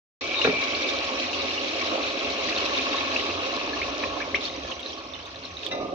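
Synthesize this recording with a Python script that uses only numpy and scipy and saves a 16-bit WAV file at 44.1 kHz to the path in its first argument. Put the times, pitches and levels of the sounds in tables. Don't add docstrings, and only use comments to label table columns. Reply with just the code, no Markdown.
import sys
import numpy as np
from scipy import signal
from scipy.fft import rfft, irfft
from scipy.io import wavfile

SR = 44100
rng = np.random.default_rng(int(sys.argv[2]) if len(sys.argv) > 2 else 0)


def int16_out(signal):
    q = np.round(np.clip(np.atleast_2d(signal).T, -1, 1) * 32767)
    wavfile.write(sys.argv[1], SR, q.astype(np.int16))


N = 261998
HZ = np.fft.rfftfreq(N, 1 / SR)
TIME = np.arange(N) / SR


def amp(db):
    return 10 ** (np.asarray(db) / 20)


def unit(x):
    return x / np.sqrt(np.mean(x ** 2) + 1e-20)


def read(points, hz):
    f, value = np.transpose(points)
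    return np.interp(np.log(hz + 1), np.log(f + 1), value)


def level(table, column=1):
    table = np.asarray(table)
    return amp(np.interp(TIME, table[:, 0], table[:, column]))


def swells(table, column=2):
    return amp(sum(row[column] * np.exp(-((TIME - row[0]) / row[1]) ** 2) for row in table))


def tint(x, db):
    return irfft(rfft(x) * amp(db), N)


def wander(rate_hz):
    return unit(tint(rng.standard_normal(N), -10 * np.log10(1 + (HZ / rate_hz) ** 4)))


def waver(depth_db, rate_hz):
    return amp(depth_db * wander(rate_hz))


def pan(db):
    return amp(np.array([[db], [-db]]) / 2)


def add(mix, s, sound):
    part = mix[..., round(s * SR):][..., :sound.shape[-1]]
    part += sound[..., :part.shape[-1]]


def echoes(wall_db, wall_t60, room_db, room_t60):
    t = np.arange(SR // 3) / SR
    paths = np.zeros((2, len(t)))
    for db, t60, first_s in (wall_db, wall_t60, .0012), (room_db, room_t60, .007):
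        sparse = rng.standard_normal(paths.shape) * (rng.random(paths.shape) < .2)
        taps = sparse * amp(-60 * t / t60) * (t > first_s)
        paths += amp(db) * taps / np.linalg.norm(taps, axis=1, keepdims=True)
    paths[0, rng.integers(0, 16)] = paths[1, 0] = 1
    return paths


def bubble(hz, decay_s, rise):
    age = np.arange(int(6 * decay_s * SR) + 2) / (SR * decay_s)
    turns = np.cumsum(hz * (1 + rise * np.minimum(age, 3))) / SR
    return np.sin(2 * np.pi * turns) * np.exp(-age) * (1 - np.exp(-2 * turns))


def swarm(lo_hz, hi_hz, per_s, cycles, spread_db, clump_db, wall_db, count=30):
    clumps = waver(clump_db, 22)
    out = np.zeros((2, N))
    for hz in np.linspace(lo_hz, hi_hz, count):
        ring = bubble(hz, cycles / hz, 0.04)
        when, size, sign = rng.random((int(per_s * N / SR / count), 3)).T
        bursts = np.zeros(N)
        bursts[(when * N).astype(int)] = np.sign(sign - .5) * amp(spread_db * np.minimum(-np.log(size), 4.5))
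        heard = signal.fftconvolve(echoes(wall_db, 0.063, -5.5, 0.21), ring[None], axes=1)
        heard /= np.linalg.norm(heard)
        out += signal.oaconvolve((bursts * clumps)[None], heard, axes=1)[:, :N]
    return out


# pitch_hz, width_hz, lift_db
HOLLOW = [(275.6, 32, 7.5), (421, 55, 3), (542, 44, 4.5), (1117, 54, 7.5), (1727, 44, 5), (2230, 8, 10),
          (2630, 110, 2.5), (3970, 60, 2)]


def in_pot(x, colour):
    lift = sum(db / (1 + (2 * (HZ - hz) / width) ** 2) for hz, width, db in HOLLOW)
    x = tint(x, read(colour, HZ) + lift)
    return x / np.std(x.mean(0))


# pitch_hz, alike_share
LIKENESS = [(90, 1), (150, .86), (250, 0.99), (500, 0.8), (900, 0.78), (1500, 0.5), (4000, 0)]


def ports(x):
    a, b = rfft(x)
    same = np.clip(read(LIKENESS, HZ), 0, .965)
    late = np.exp(-2j * np.pi * HZ * 0.00021)
    left = (same * a + np.sqrt(1 - same ** 2) * b) * late
    return irfft(np.array([left, a]), N)


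def ringing(curve, rings):
    gain = sum(amp(db) / (1 + ((HZ - hz) / width) ** 2) for hz, width, db in rings)
    return level(curve) * unit(tint(ports(rng.standard_normal((2, N))), 20 * np.log10(gain)))


# (per Hz, relative)
DRONE_COLOUR = [(20, -18.5), (40, -12.5), (52, -8), (64, 5), (76, 1), (100, -3.5), (120, -6.5), (150, -9.5),
                (185, -3), (260, -40)]
# top_s, half_length_s, lift_db
DRONE_SWELLS = [(3.98, 0.46, 5.5), (4.45, 0.12, 2.5), (5.2, 0.19, 2.5)]


def kitchen():
    drone = unit(tint(ports(rng.standard_normal((2, N))), read(DRONE_COLOUR, HZ)))
    drone *= amp(-55.5) * swells(DRONE_SWELLS) * waver(3, 6.5)
    hum = unit(tint(rng.standard_normal(N), -20 * np.log10(1 + ((HZ - 89) / 4) ** 2)))
    hum *= level([(0.2, -55.5), (3.3, -53.5), (4.2, -58.5)])
    return drone + hum + amp(-68.5) * rng.standard_normal((2, N))


# start_s, level_db
CHURN = [(0.21, -37), (0.9, -33.5), (1.6, -34.5), (2.1, -33.5), (3.1, -33), (4.1, -35.5), (4.55, -39.5),
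         (5.3, -46.5), (5.6, -46), (5.78, -35), (5.94, -37)]
# start_s, level_db
BOIL = [(0.21, -37.5), (0.6, -35), (1.2, -35.5), (2.3, -35), (2.85, -33.5), (3.6, -38), (4.2, -43),
        (4.6, -48.5), (5.3, -51), (5.7, -49), (5.94, -52.5)]
# top_s, half_length_s, gurgle_lift_db, fizz_lift_db
SURGES = [(0.4, 0.047, 1.5, 4), (0.87, 0.086, 1.5, 2), (1.95, 0.064, 4, 0.5), (2.66, 0.012, -0.5, 5.5),
          (3.3, 0.013, 2, -1), (4.04, 0.038, 3, 3), (4.357, 0.011, 3, 10), (4.46, 0.042, 1, 14),
          (4.71, 0.021, 7, 8), (4.9, 0.049, 2, 6.5), (5.45, 0.024, 2, 4.5), (5.65, 0.027, 2.5, 12.5)]
# (per Hz, relative)
CHURN_COLOUR = [(60, -48.5), (120, -19.5), (165, -25), (200, -15), (240, -3), (300, -2), (400, -0.5),
                (480, -2.5), (540, 1), (620, 1.5), (720, 1.5), (850, -10.5), (1100, -27.5), (2000, -72.5)]
SPLASH_COLOUR = [(400, -44), (700, -13.5), (850, -6), (1050, -2), (1200, -2), (1400, -6), (1600, -11.5),
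                 (2000, -32.5), (4000, -81.5)]
GURGLE_DB, SPLASH_DB, POUR_SPLASH_DB = -0.66, -7, -11
SPLASH_FOLLOWS, POUR_SPLASH_FOLLOWS = 0.94, 0.69


def churn():
    deep = np.array([swarm(148.0, 911, 2600, 1.24, 2.3, 1.0, -6.5, count=10)[1] for _ in range(2)])
    light = np.array([swarm(695, 1685, 1500, 2.52, 3.6, 1.5, -2.4, count=10)[1] for _ in range(2)])
    lean_db = -1 - 3.5 / (1 + ((HZ - 540) / 150) ** 2)
    gurgle = tint(in_pot(ports(deep), CHURN_COLOUR), np.array([lean_db, -lean_db]) / 2)
    splash = in_pot(ports(light), SPLASH_COLOUR)
    boil_splash = amp(SPLASH_DB) * level(BOIL) ** SPLASH_FOLLOWS
    pour_splash = amp(POUR_SPLASH_DB) * level(STREAM) ** POUR_SPLASH_FOLLOWS
    splashing = np.hypot(boil_splash, pour_splash)
    return swells(SURGES) * (amp(GURGLE_DB) * level(CHURN) * gurgle + splashing * splash)


# (per Hz, relative)
POP_COLOUR = [(820, -43), (1400, -22), (1600, -14), (1950, -12), (2130, -8.5), (2280, -5), (2600, -2),
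              (2950, -6.5), (3400, -11), (4400, -40.5), (7500, -96.5)]
FIZZ_COLOUR = [(1760, -29), (3000, -3.5), (3960, -1.5), (4380, -4), (4730, -8.5), (5770, -9.5),
               (7260, -25.5), (7870, -35.5), (10200, -67), (17300, -120)]
POP_DB, FIZZ_DB, SNAP_DB = -0.9, -2, -13
POP_SURGE_SHARE = 0.4


def boil():
    pops = in_pot(swarm(1438, 3265, 1900, 4.1, 3.4, 0.95, -3.5), POP_COLOUR) * pan(1.0)
    fizz = in_pot(swarm(3085, 7730, 1700, 3.7, 2.43, 0.76, 0.0, count=44), FIZZ_COLOUR) * pan(-1.3)
    snaps = in_pot(swarm(2500, 6500, 70, 0.59, 4.6, 0.89, -12.0, count=6), FIZZ_COLOUR)
    surge = swells(SURGES, column=3)
    popping = amp(POP_DB) * surge ** POP_SURGE_SHARE * pops
    fizzing = surge * (amp(FIZZ_DB) * fizz + amp(SNAP_DB) * snaps)
    return level(BOIL) * waver(0.86, 6.7) * (popping + fizzing)


# start_s, level_db, pitch_hz
RUB = [(0.21, -37, 2350), (0.26, -35.5, 2294.5), (0.35, -33.5, 2324), (0.401, -41, 2346), (0.46, -38, 2301),
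       (0.51, -31, 2370.5), (0.556, -24, 2369.5), (0.62, -31, 2320), (0.7, -41, 2275), (0.76, -35.5, 2340),
       (0.846, -33, 2310), (0.9, -34, 2286.5), (0.98, -36, 2349), (1.1, -50.5, 2330), (2.1, -81, 2326.5)]
# pitch_hz, width_hz, level_db (relative)
RUB_RINGS = [(2263, 24, -5.5), (2380, 12, -2.5), (2570, 18, -8.5)]
WHINE_DB, RUB_RINGS_DB = -3, -4.5
RUB_JITTER, RUB_JITTER_HZ = .012, 140


def rubbing():
    s, _, hz = np.transpose(RUB)
    pitch_hz = np.interp(TIME, s, hz) * (1 + RUB_JITTER * wander(RUB_JITTER_HZ))
    turns = np.cumsum(pitch_hz) / SR
    whine = np.array([np.sin(2 * np.pi * (turns - lag)) * waver(3.4, 100) for lag in (.12, 0)])
    stirred = amp(RUB_RINGS_DB) * ringing(RUB, RUB_RINGS)
    return pan(2) * (amp(WHINE_DB) * level(RUB) * unit(whine) + stirred)


# start_s, level_db
SIZZLE = [(0.31, -64), (0.37, -28.5), (0.41, -30.5), (0.46, -29), (0.52, -46), (0.65, -78.5)]
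# pitch_hz, width_hz, level_db (relative)
SIZZLE_RINGS = [(3630, 50, -6.5), (3775, 50, -1), (4100, 70, -7)]


def sizzle():
    return ringing(SIZZLE, SIZZLE_RINGS)


DRIP_FROM_S, DRIP_TO_S, DRIPS_PER_S = 3.2, 5.6, 16
DRIP_DB, DRIP_SPREAD_DB = -44.5, 7
DRIP_LO_HZ, DRIP_HI_HZ, DRIP_DECAY_MS = 1900, 5460, 3.6


def drips():
    span_s = DRIP_TO_S - DRIP_FROM_S
    rows = []
    for when, size, pitch, spot in rng.random((int(DRIPS_PER_S * span_s), 4)):
        db = DRIP_DB + DRIP_SPREAD_DB * (size - pitch)
        hz = DRIP_LO_HZ * (DRIP_HI_HZ / DRIP_LO_HZ) ** pitch
        rows.append((DRIP_FROM_S + when * span_s, db, hz, DRIP_DECAY_MS, 3 - 12 * spot, .06))
    return rows


PLINK_SWELL_CYCLES, PLINK_FALL = 1.1, 1.2


def plink(hz, decay_s, rise):
    age = np.arange(int(4 * decay_s * SR) + 2) / (SR * decay_s)
    turns = np.cumsum(hz * (1 + rise * age)) / SR
    return np.sin(2 * np.pi * turns) * np.exp(-age ** PLINK_FALL) * (1 - np.exp(-turns / PLINK_SWELL_CYCLES))


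# start_s, level_db, pitch_hz, decay_ms, left_minus_right_db,
# rise_share (of pitch, per decay time)
BUBBLES = [(0.313, -24, 2380, 2.5, 4, .04), (0.344, -14.5, 2460, 1.6, 7, .04),
           (0.4155, -9.5, 2660, 2.2, 4, .05), (0.4449, -12.5, 2420, 2.6, 8, .04),
           (0.554, -22, 600, 4, -4, .08), (0.566, -23, 2720, 3.2, 0, .03), (0.5974, -26, 2520, 3.7, 2, .03),
           (0.7487, -15.5, 4040, 1.1, -6, .04), (0.842, -23, 2450, 3.9, 3, .04),
           (0.888, -18, 3520, 1.8, -9, .04), (1.3308, -22, 2670, 3.4, 2, .04),
           (1.4177, -19.5, 3670, 2.2, -3, .04), (1.5385, -22.5, 3450, 2.2, -5, .04),
           (1.579, -18.5, 2730, 2.2, 0, .04), (1.8113, -21, 2170, 5.5, 4, 0.067),
           (2.4294, -23, 3250, 2.5, 0, .04), (2.488, -23, 1950, 3.2, 7, .06),
           (2.5248, -19.5, 2500, 3.6, 2, .05), (2.5753, -20, 2600, 3.8, 2, .04),
           (2.6581, -20, 2540, 4, 0, .04), (2.7644, -22, 3270, 2.8, -3, .04),
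           (2.793, -20, 2440, 5.7, 6, .04), (2.943, -20.5, 1020, 4.3, 2, .05),
           (2.985, -18.5, 3750, 2.6, -6, .04), (3.1614, -11.5, 2610, 3.7, 4, .05),
           (3.2984, -21, 2600, 3.7, -1, .04), (3.565, -23, 504, 4, -6, .05),
           (3.732, -28, 1685, 9.5, -4, .03), (3.737, -31, 4200, 5.5, 6, .03),
           (3.767, -27, 1075, 5.5, -5, .06), (3.816, -16.5, 2090, 3.2, -1, .12),
           (3.829, -21.5, 2460, 4.7, -2, .08), (3.884, -27, 1040, 3.7, -3, .08),
           (3.942, -25, 527, 4.4, -4, .1), (3.979, -27, 684, 3.6, -7, .1), (3.993, -23.5, 570, 4, -9, .08),
           (4.032, -24, 730, 2.1, -5.5, .08), (4.029, -25, 2240, 4, 0, .05), (4.036, -23, 1700, 3, -1, .12),
           (4.0389, -18.5, 2380, 3, 0, .08), (4.076, -27, 573, 5.3, -5, .1),
           (4.159, -25, 535, 7.9, -10.5, .08), (4.166, -24.5, 976, 5, -7, .08),
           (4.174, -24, 685, 5.6, -6, .06), (4.2032, -25.5, 1590, 6, -5, .09),
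           (4.216, -24, 2165, 9, 3, .11), (4.276, -24.5, 571, 5, -5, .06),
           (4.3449, -10.5, 1940, 4.7, 4, .19), (4.349, -15.5, 2900, 1.9, 5, .15),
           (4.354, -17, 2250, 2.5, -5, .12), (4.357, -25, 1080, 4.5, -9, .06),
           (4.357, -30, 5500, 3.6, 0, .04), (4.365, -22, 2550, 3, 1, .08), (4.446, -25, 3500, 3, 2, .04),
           (4.453, -22, 4320, 4.4, 4, .03), (4.482, -29, 3490, 5, 5, .05), (4.494, -29, 3750, 3, 2, .04),
           (4.538, -31, 3660, 4, -3, .05), (4.6867, -35, 3200, 3.4, -5, .05),
           (4.699, -30, 970, 4.2, -4, .08), (4.7143, -27, 3080, 3.1, -12, .06),
           (4.72, -25.5, 2720, 5.9, -5, .07), (4.794, -28.5, 3200, 3.6, -8, .05),
           (4.8294, -27.5, 3730, 2.9, 0, .05), (4.8615, -19, 3890, 1.5, -7, .04),
           (4.9048, -32, 3890, 2.2, 1, .04), (4.9304, -31, 3080, 3.6, -5, .06),
           (4.934, -36, 5550, 3.5, -2, .04), (4.982, -35, 4300, 3.5, 4, .04),
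           (5.1365, -26.5, 3520, 3.2, -6, .04), (5.147, -31.5, 2820, 3.3, -5, .05),
           (5.1904, -36, 2550, 3, -2, .08), (5.2003, -32, 2930, 3, 0, .05), (5.226, -37, 4300, 2.6, 0, .04),
           (5.2344, -36, 3400, 2.5, -5, .05), (5.256, -32, 3640, 2.8, -6, .05),
           (5.265, -39, 6150, 4, -2, .03), (5.3585, -25, 3800, 1.2, -2, .05),
           (5.4364, -32, 4200, 2, -3, .04), (5.451, -27, 3960, 3.2, 3, .05),
           (5.457, -36, 5400, 3.2, -1, .03), (5.459, -36, 2830, 2.7, -2, .08),
           (5.5129, -39, 5800, 4, 1, .04), (5.5695, -26, 3760, 4.3, -6, .04),
           (5.6324, -28, 3480, 3, -12, .04), (5.665, -15, 3330, 1.9, -7, .04)]
SPRAY_DB, SPRAY_FADE_DB, SPRAY_S = -14, 7.5, .026
SPRAY_CYCLES = 4.5
PLINK_ECHO_DB = -8


def plinks():
    out = np.zeros((2, N))
    for s, db, hz, decay_ms, side_db, rise in BUBBLES + drips():
        ring = np.zeros(SR // 10)
        add(ring, 0, plink(hz, decay_ms / 1e3, rise))
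        for late, size, damping in rng.random((8, 3)):
            small_hz = hz * 2 ** (1.3 * size - .6)
            drop = bubble(small_hz, SPRAY_CYCLES * (.15 + damping ** 2) / small_hz, 0.056)
            add(ring, SPRAY_S * late ** 2, amp(SPRAY_DB - SPRAY_FADE_DB * late) * drop)
        ring = amp(db) * pan(side_db) * ring
        echo = signal.fftconvolve(echoes(4.1, 0.037, -2.2, 0.24), ring, axes=1)
        add(out, s, ring)
        add(out, s + 0.001632, amp(PLINK_ECHO_DB) * echo)
    return tint(out, -10 * np.log10(1 + (HZ / 6500) ** 12))


# start_s, level_db
SLOSH = [(0.43, -75), (0.465, -30), (0.5, -30), (0.55, -34.5), (0.6, -41), (0.65, -70)]
# pitch_hz, width_hz, level_db (relative)
SLOSH_RINGS = [(101, 20, -9.5), (185, 30, -8), (268, 28, 0), (436, 35, 5)]


def slosh():
    return ringing(SLOSH, SLOSH_RINGS)


def modes(table, t):
    ears_t = t - np.array([[.00008], [0]])
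    return sum(amp(db - 60 * t / t60) * np.sin(2 * np.pi * hz * ears_t + rng.uniform(0, 2 * np.pi))
               for hz, db, t60 in table)


# start_s, thud_db, base_ring_db, wall_ring_db, spot (0 side to 1 front)
KNOCKS = [(0.448, -17.5, -22, -31, 0.035), (0.473, -28.5, -24.5, -35, 0.069),
          (5.713, -34, -49.5, -33.5, 0.84)]
# pitch_hz, level_db (relative), t60_s
BASE_MODES = [(125, -17.5, 0.17), (191, -13, 0.12), (260, -10.5, 0.27), (443.6, 5.5, 0.14),
              (502, 0.5, 0.088), (576, -19, 0.12), (1206, -31.5, .12), (1355, -2, 0.054)]
# pitch_hz, struck_at_side_db, struck_at_front_db (both relative), t60_s
WALL_MODES = [(1730, -24.5, -9, 0.34), (2040, -24, 2.5, 0.3), (2320, -9, -6, 0.15), (2350, 2.5, -24, 0.37),
              (2460, -12, -14, .5), (2719, -13, -2.5, 0.32), (3620, -13, -9, .13), (3670, -11, -2.5, 0.39),
              (3760, -14, -1, 0.27), (3962, -17, 0, 0.37)]
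# pitch_hz, level_db (relative)
THUD_COLOUR = [(50, -26.5), (110, -10), (220, -7), (450, -3), (800, -5), (1400, -4), (2000, -9),
               (5000, -29), (8000, -61)]


def spatula():
    t = np.arange(SR) / SR
    push, rings = np.zeros(N), np.zeros((2, N))
    attack = 1 - np.exp(-t / 0.0008)
    for s, thud_db, base_db, wall_db, spot in KNOCKS:
        wall = [(hz, side + spot * (front - side), t60) for hz, side, front, t60 in WALL_MODES]
        add(push, s, attack * amp(thud_db - 60 * t / 0.14))
        add(rings, s, attack * (amp(base_db) * modes(BASE_MODES, t) + amp(wall_db) * modes(wall, t)))
    thud = unit(tint(ports(rng.standard_normal((2, N))), read(THUD_COLOUR, HZ)))
    return rings + push * thud


# start_s, level_db, pitch_hz, decay_ms
GULPS = [(0.489, -19, 242.3, 11), (0.508, -20, 484, 6.6), (0.527, -19, 525, 6.2), (0.569, -23, 410, 5)]


def gulps():
    out = np.zeros((2, N))
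    for s, db, hz, decay_ms in GULPS:
        add(out, s, amp(db) * pan(-5) * bubble(hz, decay_ms / 1e3, rise=0.083))
    return out


# start_s, level_db
TICKS = [(0.749, -46), (0.895, -40), (2.654, -34), (2.668, -36), (4.803, -33), (5.256, -38), (5.664, -24.5),
         (5.688, -34)]


def ticks():
    t = np.arange(SR // 20) / SR
    out = np.zeros((2, N))
    for s, db in TICKS:
        add(out, s, amp(db - 60 * t / 0.016) * rng.standard_normal((2, len(t))))
    return pan(-6) * tint(out, -10 * np.log10(1 + (8000 / (HZ + 1)) ** 6))


# start_s, level_db
STREAM = [(2.2, -75), (2.6, -45), (3.05, -41), (3.5, -44.5), (4.2, -45), (4.6, -57), (5.3, -60), (5.5, -70)]
# pitch_hz, width_hz, level_db (relative)
STREAM_RINGS = [(277, 25, -1.5), (392, 22, -6.5), (1116, 26, -4), (1740, 60, -6.5)]


def stream():
    return ringing(STREAM, STREAM_RINGS)


# start_s, level_db
PATTER = [(2.2, -63), (2.55, -43.5), (2.8, -39.5), (3.1, -47.5), (3.7, -43), (4.4, -46.5), (4.9, -51.5),
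          (5.3, -56), (5.55, -66), (5.7, -72)]
# start_s, level_db
TRICKLE = [(3.2, -59), (4.3, -47), (4.75, -45.5), (5.05, -49), (5.45, -49.5), (5.65, -49.5), (5.8, -65)]
# (per Hz, relative)
PATTER_COLOUR = [(800, -29.5), (1700, -7.5), (2600, -1), (4000, 1.5), (4800, -6), (6000, -4), (7200, -24.5),
                 (8500, -47)]
TRICKLE_COLOUR = [(800, -2), (1500, -4), (2800, -2), (3900, -2), (4800, -8), (5900, -5.5), (7200, -21),
                  (8500, -45.5)]


def droplets():
    splatter = in_pot(swarm(1900, 6700, 1900, 2.8, 3.0, 1.2, -4, count=24), PATTER_COLOUR)
    trickle = in_pot(swarm(800, 6200, 480, 7, 2.9, 1.2, -4, count=40), TRICKLE_COLOUR)
    return level(PATTER) * splatter + pan(-1.5) * level(TRICKLE) * trickle


SLIPS_PER_S, SLIP_GRIT = 260, 1.4
SLIP_BEND, SLIP_BEND_HZ = .005, 20


def slipping(curve, rings):
    slips = rng.standard_normal(N) * (rng.random(N) < SLIPS_PER_S / SR)
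    grit = signal.lfilter([1], [1, -np.exp(-1 / (0.0019 * SR))], abs(slips))
    drive = ports((unit(grit) + SLIP_GRIT) * rng.standard_normal((2, N)))
    body = sum(amp(db) / (1 + 1j * (HZ - hz) / width) ** 2 for hz, width, db in rings)
    sound = unit(irfft(rfft(drive) * body, N))
    bend = SLIP_BEND * wander(SLIP_BEND_HZ)
    bent = TIME + np.cumsum(bend - bend.mean()) / SR
    return level(curve) * np.array([np.interp(bent, TIME, ear) for ear in sound])


# start_s, level_db
DRAG = [(5.6, -74), (5.66, -45.5), (5.755, -32.5), (5.84, -31.5), (5.94, -35.5)]
# pitch_hz, width_hz, level_db (relative)
DRAG_RINGS = [(187, 37, -10), (288, 27, -4), (420, 48, -5), (554, 32, 1.5), (600, 22, -3), (717, 20, -.5),
              (900, 60, -11.5), (1040, 40, -15), (1213, 20, -1.5)]


def drag():
    return pan(-2) * slipping(DRAG, DRAG_RINGS)


# start_s, level_db
SCRAPE = [(5.69, -80), (5.718, -36), (5.76, -43.5), (5.8, -46), (5.825, -40.5), (5.85, -53), (5.94, -55)]
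# pitch_hz, width_hz, level_db (relative)
SCRAPE_RINGS = [(1760, 80, -9.5), (2030, 26, -0.5), (2220, 70, -6.5), (2480, 36, -5), (2700, 40, -3.5),
                (3780, 60, -3.5), (3970, 50, -7.5), (4850, 160, -13.5), (5800, 220, -13)]


def scrape():
    return slipping(SCRAPE, SCRAPE_RINGS)


def scene():
    sauce = churn() + boil() + sizzle() + plinks() + gulps()
    water = ticks() + stream() + droplets()
    stirring = rubbing() + slosh() + spatula() + drag() + scrape()
    return kitchen() + sauce + water + stirring


# pitch_hz, level_db
MICROPHONE = [(20, 0), (7000, 0), (7900, -3), (8500, -13), (10000, -20), (12000, -18), (16000, -20)]
START_S, EDGE_HZ = 0.2095, 15750


def record(dry):
    opening = np.clip((TIME - START_S) / 0.00083, 0, 1)
    sound = tint(dry, read(MICROPHONE, HZ)) * opening
    band_limit = signal.firwin(511, EDGE_HZ, window=("kaiser", 9), fs=SR)
    return signal.oaconvolve(sound, band_limit[None], "same")


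dry = scene()
out = record(dry)
int16_out(out)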